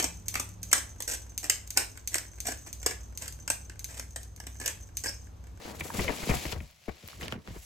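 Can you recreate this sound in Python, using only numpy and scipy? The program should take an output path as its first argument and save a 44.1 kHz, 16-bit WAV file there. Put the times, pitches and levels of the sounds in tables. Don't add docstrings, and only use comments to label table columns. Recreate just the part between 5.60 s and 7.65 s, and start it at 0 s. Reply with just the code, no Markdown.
import sys
import numpy as np
from scipy import signal
from scipy.fft import rfft, irfft
from scipy.io import wavfile

SR = 44100
rng = np.random.default_rng(int(sys.argv[2]) if len(sys.argv) > 2 else 0)


def transcribe(signal):
    frames = np.atleast_2d(signal).T
    limited = np.clip(frames, -1, 1)
    pcm = np.round(limited * 32767).astype(np.int16)
    wavfile.write(sys.argv[1], SR, pcm)


N = 90404
TIME = np.arange(N) / SR
HZ = np.fft.rfftfreq(N, 1 / SR)
EDGE_HZ = 16300


def amp(db):
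    return 10 ** (np.asarray(db) / 20)


def unit(x):
    return x / np.sqrt(np.mean(x ** 2) + 1e-20)


def read(points):
    hz, value = np.transpose(points)
    return np.interp(np.log(HZ + 1), np.log(hz + 1), value)


def level(points, axis=1):
    rows = np.array(points)
    return amp(np.interp(TIME, rows[:, 0], rows[:, axis]))


def pan(db):
    return amp(np.array([[.5], [-.5]]) * db)


def add(mix, start_s, sound):
    part = mix[:, max(round(start_s * SR), 0):][:, :sound.shape[1]]
    part += sound[:, :part.shape[1]]


def wander(size, hz):
    spectrum = rfft(rng.standard_normal(size))
    low_pass = 1 / (1 + (np.fft.rfftfreq(size, 1 / SR) / hz) ** 4)
    return unit(irfft(spectrum * low_pass, size))


def waver(hz, depth_db):
    limited = 2 * np.tanh(wander(N, hz) / 2)
    return unit(amp(depth_db * limited))


def grains(per_s, spread_db, share):
    size = amp(spread_db * np.minimum(rng.exponential(1, (2, N)), 4))
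    sign = rng.choice([-1, 1], (2, N))
    occurs = rng.random((2, N)) < per_s / SR
    clicks = unit(size * sign * occurs)
    share = np.clip(share, 0, 1)
    return np.sqrt(share) * clicks + np.sqrt(1 - share) * rng.standard_normal((2, N))


# (frequency [Hz], left-right correlation [0 to 1])
PORT_LIKENESS = [(60, 1), (150, 0.79), (300, 0.7), (700, 0.65), (1400, 0.25), (3000, 0.67), (6000, 0.57),
                 (9000, 1), (15000, 0.63)]
# (frequency [Hz], lead of the left port [rad])
PORT_PHASE = [(0, -0.5), (250, -0.17), (900, 1.54), (1800, 0.5), (3500, 0), (7400, 0.26), (8700, -3),
              (11600, -6.5), (15000, -11)]
# (frequency [Hz], left-right level difference [dB])
PORT_LEAN = [(60, 8), (200, 1.5), (700, 6.5), (1300, 2.5), (2300, 3), (4500, 5.5), (8000, 0.5),
             (16000, -0.5)]


def radiate(drive, colour, lean=0):
    first, second = rfft(drive)
    same = np.clip(read(PORT_LIKENESS), -1, 1)
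    mid, side = first * np.sqrt(1 + same), second * np.sqrt(1 - same)
    right = (mid - side) * np.exp(-1j * read(PORT_PHASE))
    ports = np.array([mid + side, right])
    return unit(irfft(ports * amp(read(colour)) * pan(lean * read(PORT_LEAN)), N))


HAND_CENTRED_FROM_S = 1.51


def at_hand(drive, colour):
    left = TIME < HAND_CENTRED_FROM_S
    return np.where(left, radiate(drive, colour, lean=0.91), radiate(drive, colour))


# (time [s], level before SLIDE_GAIN_DB [dB])
SLIDE_LEVEL = [(0, -57), (.03, -50), (.115, -49), (.135, -61), (.152, -51.5), (.19, -57), (.199, -44),
               (.222, -58), (.24, -48.5), (.262, -52.5), (.278, -48.5), (.295, -53.5), (.335, -49),
               (.352, -43), (.41, -40.5), (.432, -37.5), (.465, -43.5), (.65, -43.5), (.683, -40.5),
               (.703, -35.5), (.72, -44.5), (.75, -37), (.765, -42.5), (.84, -41), (.89, -44.5),
               (.925, -36.5), (.955, -57), (1.08, -61), (1.18, -65), (1.27, -58), (1.4, -58), (1.47, -55),
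               (1.5, -50.5), (1.585, -60.5), (1.612, -49.5), (1.65, -44), (1.7, -57.5), (1.722, -46),
               (1.77, -68.5), (1.84, -65.5), (1.88, -54.5), (2.05, -59)]
# (frequency [Hz], density [dB per Hz])
SLIDE_COLOUR = [(100, -66), (600, 5), (1300, -3), (2300, 5), (3300, 2.5), (5000, 1), (7500, 0.5),
                (10000, -3), (16000, -6)]
# (time [s], relative level [dB])
FIZZ_LEVEL = [(0, -2.5), (.13, 0), (.25, 6), (.35, 4), (.48, -2.5), (.75, 2), (.92, -2.5), (1.02, 0),
              (1.35, -4.5), (1.52, -2), (1.61, 3), (1.66, -7.5), (1.9, -3.5), (2.05, 6.5)]
SLIDE_GAIN_DB, FIZZ_FROM_HZ = 2.5, 6000


def sliding():
    rub = grains(per_s=3500, spread_db=-1, share=1)
    coarse = irfft(rfft(rub) / (1 + (HZ / FIZZ_FROM_HZ) ** 8), N)
    fizz = (rub - coarse) * level(FIZZ_LEVEL) * waver(hz=54, depth_db=2.0)
    drive = coarse * waver(hz=100, depth_db=2.0) + fizz
    return amp(SLIDE_GAIN_DB) * level(SLIDE_LEVEL) * at_hand(drive, SLIDE_COLOUR)


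# (time [s], flutter level [dB], level of the air it pushes [dB])
BEND_LEVELS = [(0, -44, -61), (.045, -56, -66), (.058, -40, -55), (.17, -46, -41), (.27, -44.5, -47.5),
               (.335, -45, -47), (.355, -33.5, -36), (.41, -41.5, -34), (.47, -42, -29), (.51, -33, -47),
               (.59, -45.5, -44), (.66, -45, -55), (.72, -33.5, -30), (.785, -43.5, -34), (.88, -48, -65),
               (.96, -43.5, -45), (1.02, -56, -38.5), (1.11, -70.5, -62), (1.26, -77, -70),
               (1.34, -61.5, -83), (1.53, -58.5, -53), (1.59, -52.5, -41.5), (1.64, -44.5, -44.5),
               (1.7, -51, -43), (1.76, -48.5, -45), (1.82, -64.5, -49), (1.86, -58, -70), (1.9, -60, -34.5),
               (1.97, -47.5, -49), (2.05, -87, -65)]
# (frequency [Hz], density [dB per Hz])
FLUTTER_COLOUR = [(60, -26), (140, 2), (350, 1.5), (700, -3.5), (1100, -6.5), (1500, -10), (2200, -14.5),
                  (3200, -37), (6000, -69), (16000, -75)]
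# (frequency [Hz], density [dB per Hz])
AIR_COLOUR = [(15, -57), (35, -26), (52, -7.5), (72, -0.5), (105, -7), (170, -15), (400, -35), (2000, -61)]
FLUTTER_GAIN_DB, AIR_GAIN_DB = -1.5, -3.5


def bending():
    wrinkles = grains(per_s=900, spread_db=-1.5, share=0.94) * waver(hz=31, depth_db=3.0)
    flutter = amp(FLUTTER_GAIN_DB) * level(BEND_LEVELS) * at_hand(wrinkles, FLUTTER_COLOUR)
    pushed = radiate(rng.standard_normal((2, N)), AIR_COLOUR)
    return flutter + amp(AIR_GAIN_DB) * level(BEND_LEVELS, axis=2) * pushed


# (frequency [Hz], density [dB per Hz])
BACKGROUND_COLOUR = [(20, 7), (60, 4), (150, 20), (400, -42), (1200, 1), (2500, -10.5), (6000, -2),
                     (16000, -81)]
BACKGROUND_DB = -69.5


def background():
    return amp(BACKGROUND_DB) * radiate(rng.standard_normal((2, N)), BACKGROUND_COLOUR)


# (time [s], thump level [dB], pitch the thump falls towards [Hz],
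# slap level [dB], time until the slap fades [s], left-right difference of the slap [dB])
FLAPS = [(0.051, -59, 92, -42.5, 0.0094, 0), (0.209, -40.5, 99, -38.5, 0.0055, 2),
         (0.348, -46, 81, -45, 0.0066, 13), (0.388, -27, 57, -32, 0.017, 5),
         (0.444, -38, 76.6, -36.5, 0.0061, 7), (0.486, -47, 107, -32, 0.02, 9.5),
         (.628, -56, 101, -34, 0.011, 1.5), (0.693, -20.5, 71, -28.5, 0.022, 6),
         (0.738, -33, 69, -31, 0.0059, 9), (0.852, -33, 55.6, -33.5, 0.0046, 8),
         (0.922, -35, 59.3, -36, 0.0076, 9), (0.96, -32.5, 66.4, -48.5, 0.002, 21),
         (1.007, -39, 64, -55, 0.0025, 23), (1.2819, -38, 67, -38.5, 0.014, 9.5),
         (1.434, -43, 75, -64, 0.014, 10), (1.627, -42.5, 102, -42.5, 0.016, 3.5),
         (1.7233, -33, 104, -38, 0.0082, -0.5), (1.752, -36.5, 104, -50, 0.011, -8),
         (1.775, -42.5, 120, -59, 0.0038, -3), (1.879, -39.5, 78, -46, 0.0092, -4),
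         (1.904, -42.5, 64, -50.5, 0.0048, 12), (1.96, -41, 51.4, -48.5, 0.0026, 11)]
# (frequency [Hz], density [dB per Hz])
SLAP_COLOUR = [(60, 8), (180, -6.5), (400, 1), (750, -2), (1100, -8), (1500, -11), (2200, -5.5),
               (2900, -20.5), (4500, -27.5), (8000, -37.5), (16000, -33)]
SLAP_RISE_S, SLAP_FADE_S = 0.0015, 0.0061
THUMP_RISE_CYCLES, THUMP_FADE_CYCLES = 2.2, 1.11
THUMP_PAN_SHARE, THUMP_WANDER = .2, 0.26
GLIDE_HZ, GLIDE_S = 560.6, 0.004395


def flaps():
    out, t = np.zeros((2, N)), np.arange(SR // 5) / SR
    patter = radiate(grains(per_s=2500, spread_db=3, share=0.83), SLAP_COLOUR)
    for start_s, thump_db, hz, slap_db, length_s, pan_db in FLAPS:
        swell = (1 - np.exp(-t * hz / THUMP_RISE_CYCLES)) * np.exp(-t * hz / THUMP_FADE_CYCLES)
        falling = hz + GLIDE_HZ * np.exp(-t / GLIDE_S)
        pitch = falling * (1 + THUMP_WANDER * wander(len(t), 2 * hz))
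        thump = swell / swell.max() * np.sin(2 * np.pi * np.cumsum(pitch) / SR)
        add(out, start_s, amp(thump_db) * pan(THUMP_PAN_SHARE * pan_db) * thump)

        rise = np.clip((TIME - start_s) / SLAP_RISE_S, 0, 1)
        fade = np.exp(-np.maximum(TIME - start_s - length_s, 0) / SLAP_FADE_S)
        out += amp(slap_db) * pan(pan_db) * rise * fade * patter
    return out


# (time [s], level before mode gains and envelope [dB], reference pitch [Hz],
# time to decay by 60 dB at full share [s], left-right difference [dB])
SNAPS = [(0.2081, -21, 2308, 0.025, 3.5), (0.3016, -26.5, 960, 0.019, -4), (0.3028, -30, 1595, 0.022, -2),
         (.3918, -26, 1000, 0.032, 6), (.3928, -21.5, 2150, 0.03, 2), (.479, -17.5, 2177, 0.036, 6),
         (.691, -28, 2640, 0.021, 6), (.7095, -27.5, 2200, 0.021, 14), (0.854, -24.5, 2500, 0.0063, -3),
         (1.004, -32.5, 2270, 0.015, 3), (1.531, -34.5, 1290, 0.0078, 0), (1.6113, -27, 1970, 0.014, 2),
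         (1.6322, -32, 3040, 0.019, 10), (1.681, -30.5, 1800, 0.017, -2), (1.6922, -38, 1840, 0.013, -5),
         (1.724, -23, 1440, 0.0066, -10), (1.7238, -20.5, 3030, 0.0048, 12.5),
         (1.7401, -23.5, 1470, 0.0082, -4)]
# (multiple of the pitch [ratio], relative level [dB], share of the decay time [ratio])
SNAP_MODES = [(.47, -15.5, 0.52), (0.904, -13, 1), (0.999, -6.5, 1), (1.149, -14.5, 0.79),
              (1.41, -12.5, 0.56)]
SNAP_RISE_SHARE = .06
SNAP_WANDER, SNAP_WANDER_HZ = 0.076, 1210


def snaps():
    out, t = np.zeros((2, N)), np.arange(SR // 10) / SR
    for start_s, db, hz, ring_s, pan_db in SNAPS:
        rise = 1 - np.exp(-t / (SNAP_RISE_SHARE * ring_s))
        for multiple, mode_db, share in SNAP_MODES:
            pitch = hz * multiple * (1 + SNAP_WANDER * wander(len(t), SNAP_WANDER_HZ))
            turns = np.cumsum(pitch) / SR + rng.random()
            phase = 2 * np.pi * turns + 0.5 * rng.standard_normal((2, 1))
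            decay = np.exp(-np.log(1000) * t / (ring_s * share))
            add(out, start_s, 2 * amp(db + mode_db) * pan(pan_db) * rise * decay * np.sin(phase))
    return out


# (time [s], length [s], peak level before panning [dB], first pitch [Hz], last pitch [Hz])
WOBBLES = [(.383, 0.031, -28, 213, 160), (0.393, .045, -32.5, 389, 352), (.443, 0.058, -38.5, 556, 467),
           (0.481, .03, -37.5, 630, 734), (0.499, 0.024, -31.5, 308, 270), (0.692, 0.03, -33.5, 2543, 2280)]
WOBBLE_PAN_DB, WOBBLE_WANDER, WOBBLE_WANDER_HZ = 2, 0.046, 201


def wobbles():
    out = np.zeros((2, N))
    for start_s, length_s, db, first_hz, last_hz in WOBBLES:
        unsteady = 1 + WOBBLE_WANDER * wander(SR // 2, WOBBLE_WANDER_HZ)
        progress = np.linspace(0, 1, round(length_s * SR))
        pitch = (first_hz + (last_hz - first_hz) * progress) * unsteady[:len(progress)]
        swell = np.sin(np.pi * np.sqrt(progress))
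        ring = swell * np.sin(2 * np.pi * np.cumsum(pitch) / SR)
        add(out, start_s, amp(db) * pan(WOBBLE_PAN_DB) * ring)
    return out


# (time [s], level before the envelope [dB], starting pitch [Hz], left-right difference [dB])
WHIPS = [(0.6706, -23, 730, 3.5), (0.6897, -22, 1133, 3), (.8548, -25.5, 894, 4), (1.2801, -24, 923, 5.5),
         (1.88, -34.5, 790, 1), (1.963, -37, 758, 4)]
WHIP_END_HZ = 137
WHIP_GLIDE_S, WHIP_RISE_S, WHIP_FADE_S = 0.00374, 0.0028, 0.0089


def whips():
    out, t = np.zeros((2, N)), np.arange(SR // 10) / SR
    shape = (1 - np.exp(-t / WHIP_RISE_S)) * np.exp(-t / WHIP_FADE_S)
    for start_s, db, hz, pan_db in WHIPS:
        pitch = WHIP_END_HZ + (hz - WHIP_END_HZ) * np.exp(-t / WHIP_GLIDE_S)
        wave = shape * np.sin(2 * np.pi * np.cumsum(pitch) / SR)
        add(out, start_s, amp(db) * pan(pan_db) * wave)
    return out


# (time [s], level before the decay [dB], tilt above the knee [dB per octave])
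TICKS = [(1.1117, -40, 18), (1.4772, -28, 18), (1.4866, -33, -7.5), (1.6214, -30.5, -18),
         (1.6292, -31.5, -15), (1.682, -28.5, -7), (1.724, -26.5, -13), (1.8755, -35, -15)]
TICK_FADE_S, TICK_KNEE_HZ = .0008, 2280


def ticks():
    out, t = np.zeros((2, N)), np.arange(SR // 100) / SR
    hz = np.fft.rfftfreq(len(t), 1 / SR)
    octaves = np.log2(hz.clip(TICK_KNEE_HZ, EDGE_HZ) / EDGE_HZ)
    thin = np.sqrt(np.minimum(hz / TICK_KNEE_HZ, 1))
    for start_s, db, tilt_db in TICKS:
        spectrum = rfft(rng.standard_normal((2, len(t)))) * thin * amp(tilt_db * octaves)
        crack = unit(irfft(spectrum, len(t)))
        add(out, start_s, amp(db) * crack * np.exp(-t / TICK_FADE_S))
    return out


ROOM_DB, ROOM_T60_S = -13, 0.14


def room(x):
    t = np.arange(SR // 2) / SR
    echoes = rng.standard_normal((2, len(t))) * (t > .004)
    tail = echoes * np.exp(-np.log(1000) * t / ROOM_T60_S)
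    return signal.fftconvolve(x, tail / np.linalg.norm(tail[0]), axes=1)[:, :N]


def scene():
    paper = sliding() + bending() + flaps() + snaps() + wobbles() + whips() + ticks()
    return paper + amp(ROOM_DB) * room(paper) + background()


def record(dry):
    low_pass = signal.firwin(511, EDGE_HZ, window=("kaiser", 9), fs=SR)
    return signal.oaconvolve(dry, low_pass[None], "same")


dry = scene()
out = record(dry)
transcribe(out)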